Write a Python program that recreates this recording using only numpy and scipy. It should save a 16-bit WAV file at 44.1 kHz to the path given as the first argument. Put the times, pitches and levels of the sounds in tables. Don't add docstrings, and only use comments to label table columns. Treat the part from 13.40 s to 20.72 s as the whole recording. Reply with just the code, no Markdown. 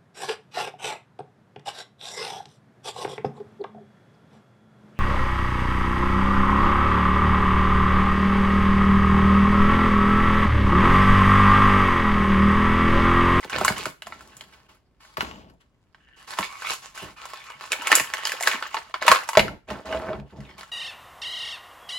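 import sys
import numpy as np
from scipy import signal
from scipy.fft import rfft, irfft
from scipy.io import wavfile
from scipy.ndimage import map_coordinates

SR = 44100
rng = np.random.default_rng(int(sys.argv[2]) if len(sys.argv) > 2 else 0)


def transcribe(u):
    v = np.clip(np.atleast_2d(u).T, -1, 1)
    q = np.round(v * 32767).astype(np.int16)
    wavfile.write(sys.argv[1], SR, q)


N = 322635
T = np.arange(N) / SR


def undb(db):
    return 10 ** (np.asarray(db) / 20)


def unit(x):
    return x / np.sqrt(np.mean(x ** 2))


def unit_energy(x):
    return unit(x) / np.sqrt(x.shape[-1])


def fade(t, t60):
    return np.exp(-np.log(1000) * t / t60)


def curve(table, axis=1):
    rows = np.array(table)
    return np.interp(T, rows[:, 0], rows[:, axis])


def add(out, s, x):
    i = max(int(s * SR), 0)
    out[:, i:i + x.shape[-1]] += x[..., :N - i]


def convolve(x, response):
    return signal.fftconvolve(np.atleast_2d(x), np.atleast_2d(response), axes=-1)[:, :x.shape[-1]]


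def colour(x, points, size=4096):
    hz, db = np.transpose(points)
    grid_hz = np.maximum(np.arange(size // 2 + 1) * SR / size, 1)
    gain_db = np.interp(np.log(grid_hz), np.log(hz), db)
    cepstrum = irfft(np.log(undb(gain_db)))
    cepstrum[1:size // 2] *= 2
    cepstrum[size // 2 + 1:] = 0
    return convolve(x, irfft(np.exp(rfft(cepstrum))))


def highpass(x, hz, order=2):
    return signal.sosfilt(signal.butter(order, hz, "high", fs=SR, output="sos"), x)


def resonate(x, hz, width_hz):
    turn = np.exp(2j * np.pi * np.cumsum(hz) / SR)
    pole = np.exp(-np.pi * width_hz / SR)
    return np.real(turn * signal.lfilter([1 - pole], [1, -pole], x / turn))


def noise(size, apart):
    share = np.clip(apart, 0, 1)
    z = rng.standard_normal((3, size))
    return np.sqrt(1 - share) * z[0] + np.sqrt(share) * z[1:]


def wander(per_second):
    knots = rng.standard_normal(512)
    return np.interp(T * per_second, np.arange(len(knots)), knots)


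def strokes(table, crest, catch_db, ebb_db, axis=2):
    gain = np.zeros(N)
    for row in table:
        start, length = row[:2]
        crest_s = .002 + np.clip(crest, .05, .95) * length
        corners = start + np.array([-.012, .002, crest_s, .002 + length, .052 + length])
        span = slice(max(int(corners[0] * SR), 0), int(corners[-1] * SR))
        shape_db = np.interp(T[span], corners, [-30, catch_db, 0, ebb_db, -40])
        gain[span] = np.maximum(gain[span], undb(row[axis] + shape_db))
    return gain


def slips(per_second, spread_db, grain_t60, smooth_db):
    hits = rng.random(N) < per_second / SR
    sizes = undb(spread_db * np.minimum(rng.exponential(size=N), 4))
    power = convolve(hits * sizes ** 2, fade(T[:SR // 10], grain_t60) ** 2)
    envelope = np.sqrt(np.abs(power / power.mean()) + undb(smooth_db) ** 2)
    return noise(N, apart=0.51) * envelope


# f/Hz, width/Hz, relative level/dB
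SHELL_MODES = [(1710, 80, -5.5), (2290, 51, -11), (2910, 100, 0.5), (4900, 560, -6.5), (7080, 760, 0)]


def shell(x, ring_db):
    rings = 0
    for hz, width_hz, db in SHELL_MODES:
        rings = rings + undb(db) * signal.lfilter(*signal.iirpeak(hz, hz / width_hz, fs=SR), x)
    return x + undb(ring_db) * rings


def gripped(x, ring_db, grip_db):
    rings = 0
    for hz, width_hz, db in SHELL_MODES:
        ring = signal.lfilter(*signal.iirpeak(hz, hz / (width_hz + 150), fs=SR), x)
        rings = rings + ring * undb(db + grip_db * wander(15))
    return x + undb(ring_db) * rings


CREEP_S = .004
SNAP_ENERGY_DB = 15
PANEL_SAG, PANEL_SAG_S = .12, .004
# f/Hz, level/dB
CRACK_SPECTRUM = [(60, -47), (400, -0.5), (900, 4.5), (2000, 3), (3200, -3.5), (7000, -10), (9000, -14.5),
                  (11500, -9), (13600, -23.5), (15500, -19)]


def snap(pitch_hz, treble_db, size=4096):
    t = np.arange(size) / SR - CREEP_S
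    after = np.maximum(t, 0)
    creep = undb(-10.0) * (t < 0) * fade(np.abs(t), 0.002)
    crack = noise(size, apart=0.17) * (creep + fade(after, .012) - fade(after, .0025))
    shiver = undb(-13.5) * noise(size, apart=.4) * fade(after, .065) * (t > 0)
    crack = highpass(crack + shiver, pitch_hz / 8)
    tilt = [(pitch_hz / 4, -5), (pitch_hz * .6, 0), (4500, 0), (7000, 1.1 * (treble_db + 20.0))]
    coloured = colour(colour(crack, CRACK_SPECTRUM), sorted(tilt))
    crack = unit_energy(shell(coloured, ring_db=-2.5))
    sag_s = PANEL_SAG * PANEL_SAG_S * (1 - np.exp(-after / PANEL_SAG_S))
    cycles = pitch_hz * (after + sag_s) / (1 + PANEL_SAG / 2)
    modes = np.sin(2 * np.pi * cycles) + .5 * np.sin(2 * np.pi * cycles * rng.uniform(1.1, 1.55))
    panel = highpass(modes * (fade(cycles, 36) - fade(cycles, 3.5)), pitch_hz / 2)
    return undb(SNAP_ENERGY_DB) * unit_energy(crack + unit_energy(panel))


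# t/s, level/dB before SNAP_ENERGY_DB, panel f/Hz, treble setting (-20 is neutral, higher is brighter)
SNAP_EVENTS = [(0.097, -24.5, 1500, -18), (0.184, -16, 985, -16.5), (0.213, -18.5, 798, -28),
               (0.248, -6.5, 1070, -11), (0.28, -5, 1673, -19.5), (0.456, -15.5, 1463, -19),
               (0.621, -26.5, 2940, -19), (0.669, -25.5, 719, -16.5), (0.723, -25.5, 1360, -50),
               (0.808, -34.5, 1400, -15), (0.968, -34.5, 6900, -9), (1.009, -28.5, 3040, -19),
               (1.77, -18, 1186, -27), (1.807, -12, 1044, -28), (2.546, -40, 1624, -36),
               (2.687, -48, 1820, -32), (2.987, -10.5, 1024, -19.5), (3.008, -19, 1020, -17),
               (3.028, -18.5, 2200, -34), (3.221, -25, 1520, -32), (3.576, -28.5, 1560, -9),
               (3.854, -26, 1030, -18), (3.934, -25, 1078, -21.5), (4.101, -28.5, 996, -22),
               (4.211, -33, 1110, -28), (4.239, -28.5, 1041, -31), (4.319, -10.5, 2500, -14),
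               (4.33, -13.5, 2300, -40), (4.42, -22.5, 1000, -15), (4.471, -11.5, 2230, -13.5),
               (4.517, -1, 1774, -18), (4.5272, -1, 1865, -30), (4.553, -0.5, 6940, -6),
               (4.598, -10, 1835, -15), (4.737, -13.5, 1710, -19.5), (4.853, -13, 4740, -20),
               (4.871, -15, 3000, -14), (4.894, -18.5, 1900, -18), (4.919, -15, 1654, -15.5),
               (5.008, -16.5, 730, -15), (5.026, -17, 7050, -14), (5.034, -15.5, 2100, -9),
               (5.073, -3, 1674, -20.5), (5.114, -16, 2370, -26), (5.133, -17.5, 1155, -29),
               (5.225, -16.5, 1436, -30), (5.269, -35, 14700, -3), (5.344, -13, 915, -26),
               (5.368, -16, 960, -39), (5.541, -13.5, 1042, -34.5), (5.624, -20, 1050, -23),
               (5.68, 4, 985, -22), (5.715, 5, 1117, -22), (5.759, -12, 1070, -33),
               (5.889, -13, 935, -12.5), (5.932, -19.5, 1000, -21), (5.952, -13.5, 1060, -29),
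               (5.972, 1.5, 669, -26.5), (5.994, -3.5, 2140, -25), (6.081, -21.5, 1386, -28),
               (6.303, -26, 1820, -23), (6.526, -22, 1600, -32), (6.731, -26.5, 1306, -50)]


def snaps():
    out = np.zeros((2, N))
    for s, db, pitch_hz, treble_db in SNAP_EVENTS:
        add(out, s - CREEP_S, undb(db) * snap(pitch_hz, treble_db))
    return out


DROP_S = 5.92


def gripped_snaps():
    return [row for row in SNAP_EVENTS if row[0] < DROP_S]


FOLLOW_MIN_S, FOLLOW_MAX_S, FOLLOW_DB, FOLLOW_OCTAVES = .007, 0.04, -15.5, .4


def followers():
    out, rows = np.zeros((2, N)), gripped_snaps()
    chance = rng.random((len(rows), 2))
    for (s, db, pitch_hz, treble_db), (late, high) in zip(rows, chance):
        sound = snap(pitch_hz * 2 ** (FOLLOW_OCTAVES * (2 * high - 1)), treble_db)
        delay_s = FOLLOW_MIN_S + late * (FOLLOW_MAX_S - FOLLOW_MIN_S)
        add(out, s + delay_s, undb(db + FOLLOW_DB) * sound)
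    return out


CREASES_PER_S, CREASE_DB, CREASE_SPREAD_DB = 10, 7.5, 3
CREASE_HZ, CREASE_OCTAVES, CREASE_TREBLE_DB, CREASE_TREBLE_SPREAD_DB = 1652, 0.48, -20.5, 11.5


def small_snaps(friction):
    out, count = np.zeros((2, N)), int(CREASES_PER_S * T[-1])
    times = rng.random(256)[:count] * T[-1]
    chance = np.clip(rng.standard_normal((256, 3)), -2, 2)
    for s, (strong, high, bright) in zip(times, chance):
        pitch_hz = CREASE_HZ * 2 ** (CREASE_OCTAVES * high)
        sound = snap(pitch_hz, CREASE_TREBLE_DB + CREASE_TREBLE_SPREAD_DB * bright)
        gain = friction[int(s * SR)] * undb(CREASE_DB + CREASE_SPREAD_DB * strong)
        add(out, s, gain * sound)
    return out


def pull(table):
    outside_s = np.abs(T - np.clip(T, table[0][0], table[-1][0]))
    return undb(curve(table)) * fade(outside_s, 0.051)


HOLD_DB, HOLD_HISS_DB = -78, -91.5
LEAFLET_HISS_DB, PRISE_HISS_DB = -5, -18.5
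# start t/s, length/s, creak drive level/dB, hiss drive level/dB
FINGER_SLIDES = [(0, 0.15, -40.5, -55), (.1, 0.37, -32, -51.5), (.36, 0.15, -33, -41.5),
                 (.68, 0.58, -51.5, -61), (1.125, 0.061, -46, -60), (1.29, 0.075, -49, -66.5),
                 (1.605, 0.23, -53, -64), (1.82, 0.28, -46, -91), (2.205, .03, -55.5, -73.5),
                 (2.58, 0.55, -70, -90), (2.765, 0.16, -51.5, -61), (2.875, 0.19, -38, -46),
                 (3.42, 0.11, -45, -52.5), (3.547, 0.18, -39, -48), (3.768, 0.61, -44, -57.5),
                 (4.21, 0.17, -41.5, -52), (5.615, 0.24, -27.5, -57), (6.283, 0.15, -38.5, -59),
                 (6.455, 0.34, -40.5, -57), (6.86, 0.29, -59.5, -81.5), (6.96, 0.38, -52, -72),
                 (7.18, 0.11, -39, -54)]
# t/s, friction drive level/dB
LEAFLET_PULL = [(3.04, -37), (3.088, -52.5), (3.238, -43.5), (3.27, -34.5), (3.325, -30.5), (3.41, -57.5)]
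# t/s, friction drive level/dB
PRISE_PULL = [(4.36, -49), (4.472, -28), (4.686, -40.5), (4.854, -32), (4.96, -37), (5.032, -35),
              (5.112, -30.5), (5.374, -47), (5.52, -47.5)]


def effort():
    slides = np.array([strokes(FINGER_SLIDES, crest=0.24, catch_db=-1, ebb_db=-14.0, axis=k) for k in (2, 3)])
    power = slides ** 2 + undb([[HOLD_DB], [HOLD_HISS_DB]]) ** 2
    for table, hiss_db in (LEAFLET_PULL, LEAFLET_HISS_DB), (PRISE_PULL, PRISE_HISS_DB):
        power = power + (pull(table) * undb([[0], [hiss_db]])) ** 2
    return np.sqrt(power)


STRONG_DB, FORERUN_S, FORERUN_DB = -13.2, 0.016, -5.5
SETTLE_DB, SETTLE_T60_S, SETTLE_HISS_DB, SETTLE_TREBLE_SHARE = -21.5, 0.18, -8, 0.23


def settling():
    power, t = np.zeros((2, N)), T[:SR // 2] - FORERUN_S
    for s, db, _, treble_db in gripped_snaps():
        shape = np.where(t < 0, undb(FORERUN_DB) * (db > STRONG_DB), fade(t, SETTLE_T60_S))
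        creak_db = db + SETTLE_DB
        hiss_db = creak_db + SETTLE_HISS_DB + SETTLE_TREBLE_SHARE * treble_db
        add(power, s - FORERUN_S, np.outer(undb([creak_db, hiss_db]), shape) ** 2)
    return np.sqrt(power)


def crinkles(per_second, pitch_hz, octaves, cycles, spread_db, size=512):
    out, t = np.zeros((2, N)), T[:size]
    chance = rng.random((int(per_second * T[-1]), 4))
    for when, high, strong, side in chance:
        hz = min(pitch_hz * 2 ** (octaves * np.log(high / (1 - high))), SR / 4)
        gain = undb(spread_db * min(-np.log(strong), 3))
        grain = np.sin(2 * np.pi * hz * t) * fade(t, cycles / hz) * gain
        add(out, when * T[-1], np.outer([.5 + side, 1.5 - side], grain))
    return unit(out)


CATCH_DB, CATCHES_PER_S = 2.5, 45
# t/s, share/0-1
SQUEEZE_SHARE = [(0, 0.7), (1.4, 0.1), (3.4, 0.15), (4.4, 0.41), (5.9, 0.6), (6.4, 0.4)]
# f/Hz, level/dB
RUB_SPECTRUM = [(100, -31), (400, -8.5), (700, -5), (1050, 5.5), (1600, -4), (3500, -5.5), (5000, -11),
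                (9000, -27)]
# f/Hz, level/dB
HISS_SPECTRUM = [(2000, -4.5), (4000, 2.5), (7300, 1.5), (8700, -8), (11500, -0.5), (13500, -32),
                 (15500, -12.5)]


def rubbing(creak_gain, hiss_gain):
    friction = slips(per_second=300, spread_db=9.0, grain_t60=0.0018, smooth_db=6.0)
    squeeze = np.clip(curve(SQUEEZE_SHARE), 0, 1)
    slide, buckle = np.sqrt(1 - squeeze), np.sqrt(squeeze)
    creases = crinkles(per_second=170, pitch_hz=1833, octaves=.4, cycles=21, spread_db=-1.0)
    shaking = slide * unit(colour(friction, RUB_SPECTRUM)) + buckle * highpass(creases, 360)
    ringing = gripped(shaking, ring_db=-5.0, grip_db=10.0)
    creak = unit(ringing * undb(CATCH_DB * wander(CATCHES_PER_S)))
    ticks = crinkles(per_second=17, pitch_hz=8300, octaves=0.12, cycles=3.6, spread_db=0.5)
    hiss = slide * unit(colour(friction, HISS_SPECTRUM)) + buckle * highpass(ticks, 4000)
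    return creak * creak_gain * undb(-3.5) + hiss * hiss_gain * undb(-1.5)


CREAK_WIDTH_HZ, CREAK_STEP_HZ, CREAK_UPPER_DB = 340, 1150, -3.5
# start t/s, length/s, level/dB, first f/Hz, last f/Hz
CREAK_EVENTS = [(2.604, 0.45, -62, 1700, 1760), (3.032, 0.035, -38.5, 2240, 2330),
                (3.038, 0.27, -44.5, 990, 1200), (3.253, 0.05, -32.5, 2240, 2800),
                (3.248, 0.052, -33.5, 980, 1250), (3.764, 0.082, -48, 1320, 1240),
                (3.94, 0.08, -49, 2560, 2310), (4.059, 0.083, -45, 1260, 1050),
                (4.747, 0.19, -41.5, 1800, 1920), (7.046, 0.083, -55, 2570, 1940)]


def creaks():
    friction = slips(per_second=300, spread_db=3.5, grain_t60=.004, smooth_db=-6)
    out = np.zeros((2, N))
    for row in CREAK_EVENTS:
        s, length, _, first_hz, last_hz = row
        gain = strokes([row], crest=.5, catch_db=-1.5, ebb_db=-4.5)
        span = gain > 0
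        glide_hz = np.interp(T[span], [s, s + length], [first_hz, last_hz])
        tones = []
        for hz in (glide_hz, glide_hz + CREAK_STEP_HZ):
            once = resonate(friction[:, span], hz, CREAK_WIDTH_HZ)
            tones.append(unit(resonate(once, hz, CREAK_WIDTH_HZ)))
        low, high = tones
        out[:, span] += unit(low + undb(CREAK_UPPER_DB) * high) * gain[span]
    return out


FLAP_ENERGY_DB = 21.0
# t/s, level/dB before FLAP_ENERGY_DB, f/Hz before limits
FLAP_EVENTS = [(0.044, -32, 431), (0.135, -33, 590), (0.208, -17, 710), (0.298, -19, 610),
               (0.456, -26.5, 627), (1.774, -29.5, 463), (1.82, -29.5, 237.2), (2.987, -27, 191.4),
               (3.621, -33, 154), (4.599, -33, 203)]


def flaps(size=8192):
    out, t = np.zeros((2, N)), np.arange(size) / SR
    hz = np.arange(size // 2 + 1) * SR / size
    for s, db, pitch_hz in FLAP_EVENTS:
        push = noise(size, apart=0.034) * (fade(t, 0.031) + undb(-22.5) * fade(t, 0.14))
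        centre_hz = np.clip(pitch_hz, 130, 900)
        push = colour(push, [(30, -26), (100, -8), (centre_hz, 0), (2.0 * centre_hz, -9), (3000, -30)])
        bent = irfft(rfft(push) * np.exp(-4j * np.pi * 0.006 * np.sqrt(400 * hz)))
        add(out, s, undb(db + FLAP_ENERGY_DB) * unit_energy(bent))
    return out


# t/s, peak level/dB, favoured f/Hz
KNOCK_EVENTS = [(4.15, -55.5, 135), (5.972, -0.5, 620), (5.981, -15.5, 405), (6.308, -26, 328),
                (6.702, -23, 630), (6.778, -32.5, 134.3), (6.985, -31.5, 138)]
# f/Hz, level/dB, t60/s
TABLE_MODES = [(64, -11, .45), (141, -7, .2), (208, -6, .15), (444, -8, .06), (620, 5, .04),
               (840, -12, .04)]


def knocks():
    out, t = np.zeros((2, N)), T[:SR // 2]
    for s, db, pitch_hz in KNOCK_EVENTS:
        ring = 0
        for hz, mode_db, t60 in TABLE_MODES:
            swing = np.sin(2 * np.pi * hz * t) * fade(t, t60) * (1 - fade(t * hz, 2.6))
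            ring = ring + undb(mode_db - 10 * abs(np.log2(hz / pitch_hz))) * swing
        add(out, s, undb(db) * ring / np.abs(ring).max())
    return out


LURCH_DB, LURCHES_PER_S = 2.5, 39
SCRAPE_HZ, SCRAPE_WIDTH_HZ, SCRAPE_DB = 641, 12, -5.5
# start t/s, length/s, level/dB
DRAG_STROKES = [(6.285, 0.11, -33), (6.455, 0.291, -33.5)]
# f/Hz, level/dB
DRAG_SPECTRUM = [(30, -34), (65, 11.5), (100, -3), (200, 2.5), (480, 3.5), (1200, -0.5), (3000, -22),
                 (8000, -45.5)]


def dragging():
    judder = slips(per_second=220, spread_db=4, grain_t60=0.0065, smooth_db=-1).mean(axis=0)
    judder = judder * undb(LURCH_DB * wander(LURCHES_PER_S))
    body = unit(colour(judder, DRAG_SPECTRUM))
    ring = unit(resonate(body, np.full(N, SCRAPE_HZ), SCRAPE_WIDTH_HZ))
    gain = strokes(DRAG_STROKES, crest=0.22, catch_db=-4.0, ebb_db=-3.0)
    return unit(body + undb(SCRAPE_DB) * ring) * gain


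# start t/s, length/s, level/dB
HANDLING_STROKES = [(.13, 0.38, -40), (.66, 0.7, -57.5), (1.78, 0.36, -45.5), (3.62, 0.11, -47),
                    (5.98, 0.17, -31.5), (6.69, 0.17, -38.5), (6.925, 0.31, -49.5)]
# f/Hz, level/dB
HANDLING_SPECTRUM = [(25, -17), (60, 2.5), (95, -1.5), (170, 0), (500, -6.5), (900, -9.5), (2500, -53)]


def handling():
    bumps = unit(colour(noise(N, apart=0.03), HANDLING_SPECTRUM))
    return bumps * strokes(HANDLING_STROKES, crest=0.25, catch_db=1.5, ebb_db=-14.0)


def room(x, early_db, tail_db, low_t60, high_t60):
    t = T[:SR * 3 // 5]
    echoes = noise(len(t), apart=0.037) * (rng.random(len(t)) < .02) * fade(t, 0.042) * (t > .003)
    air = noise(len(t), apart=1.0) * np.minimum(t / 0.011, 1)
    low = signal.sosfilt(signal.butter(2, 1500, fs=SR, output="sos"), air)
    tail = low * fade(t, low_t60) + (air - low) * fade(t, high_t60)
    return convolve(x, undb(early_db) * unit_energy(echoes) + undb(tail_db) * unit_energy(tail))


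QUIET_DB = -62.5
# f/Hz, level/dB
QUIET_SPECTRUM = [(15, -35), (25, -2.5), (59, -11), (207, -18.5), (1390, -37.5), (15000, -65.5)]


def quiet_background():
    return unit(colour(noise(N, apart=.15), QUIET_SPECTRUM)) * undb(QUIET_DB)


LEFT_DB, LEFT_LEAD_S = 4, 0.000286
# t/s, place/0 front-1 far left
HAND_PLACE = [(.6, 0), (1.7, .2), (1.76, 1), (2.15, 1), (2.55, 0)]


def scene():
    hands, place = effort(), curve(HAND_PLACE)
    near = snaps() + followers() + small_snaps(hands[0])
    near = near + rubbing(*np.hypot(hands, settling())) + creaks()
    near = near + flaps() + knocks() + handling() + dragging()
    delayed = np.arange(N) - 1.5 - place * LEFT_LEAD_S * SR
    right = map_coordinates(near[1], [delayed], order=3)
    left_gain, right_gain = undb(1.12 + place * LEFT_DB / 2), undb(2.5 - place * LEFT_DB / 2)
    direct = np.array([near[0] * left_gain, right * right_gain])
    answer = room(near, early_db=-6.0, tail_db=-8, low_t60=0.25, high_t60=.28)
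    return direct + answer + quiet_background()


TOP_HZ = 16200


def record(dry):
    rounded = highpass(dry / (1 + dry ** 4) ** (1 / 4), 42, order=4)
    return signal.sosfilt(signal.ellip(8, .2, 70, TOP_HZ, fs=SR, output="sos"), rounded)


dry = scene()
out = record(dry)
transcribe(out)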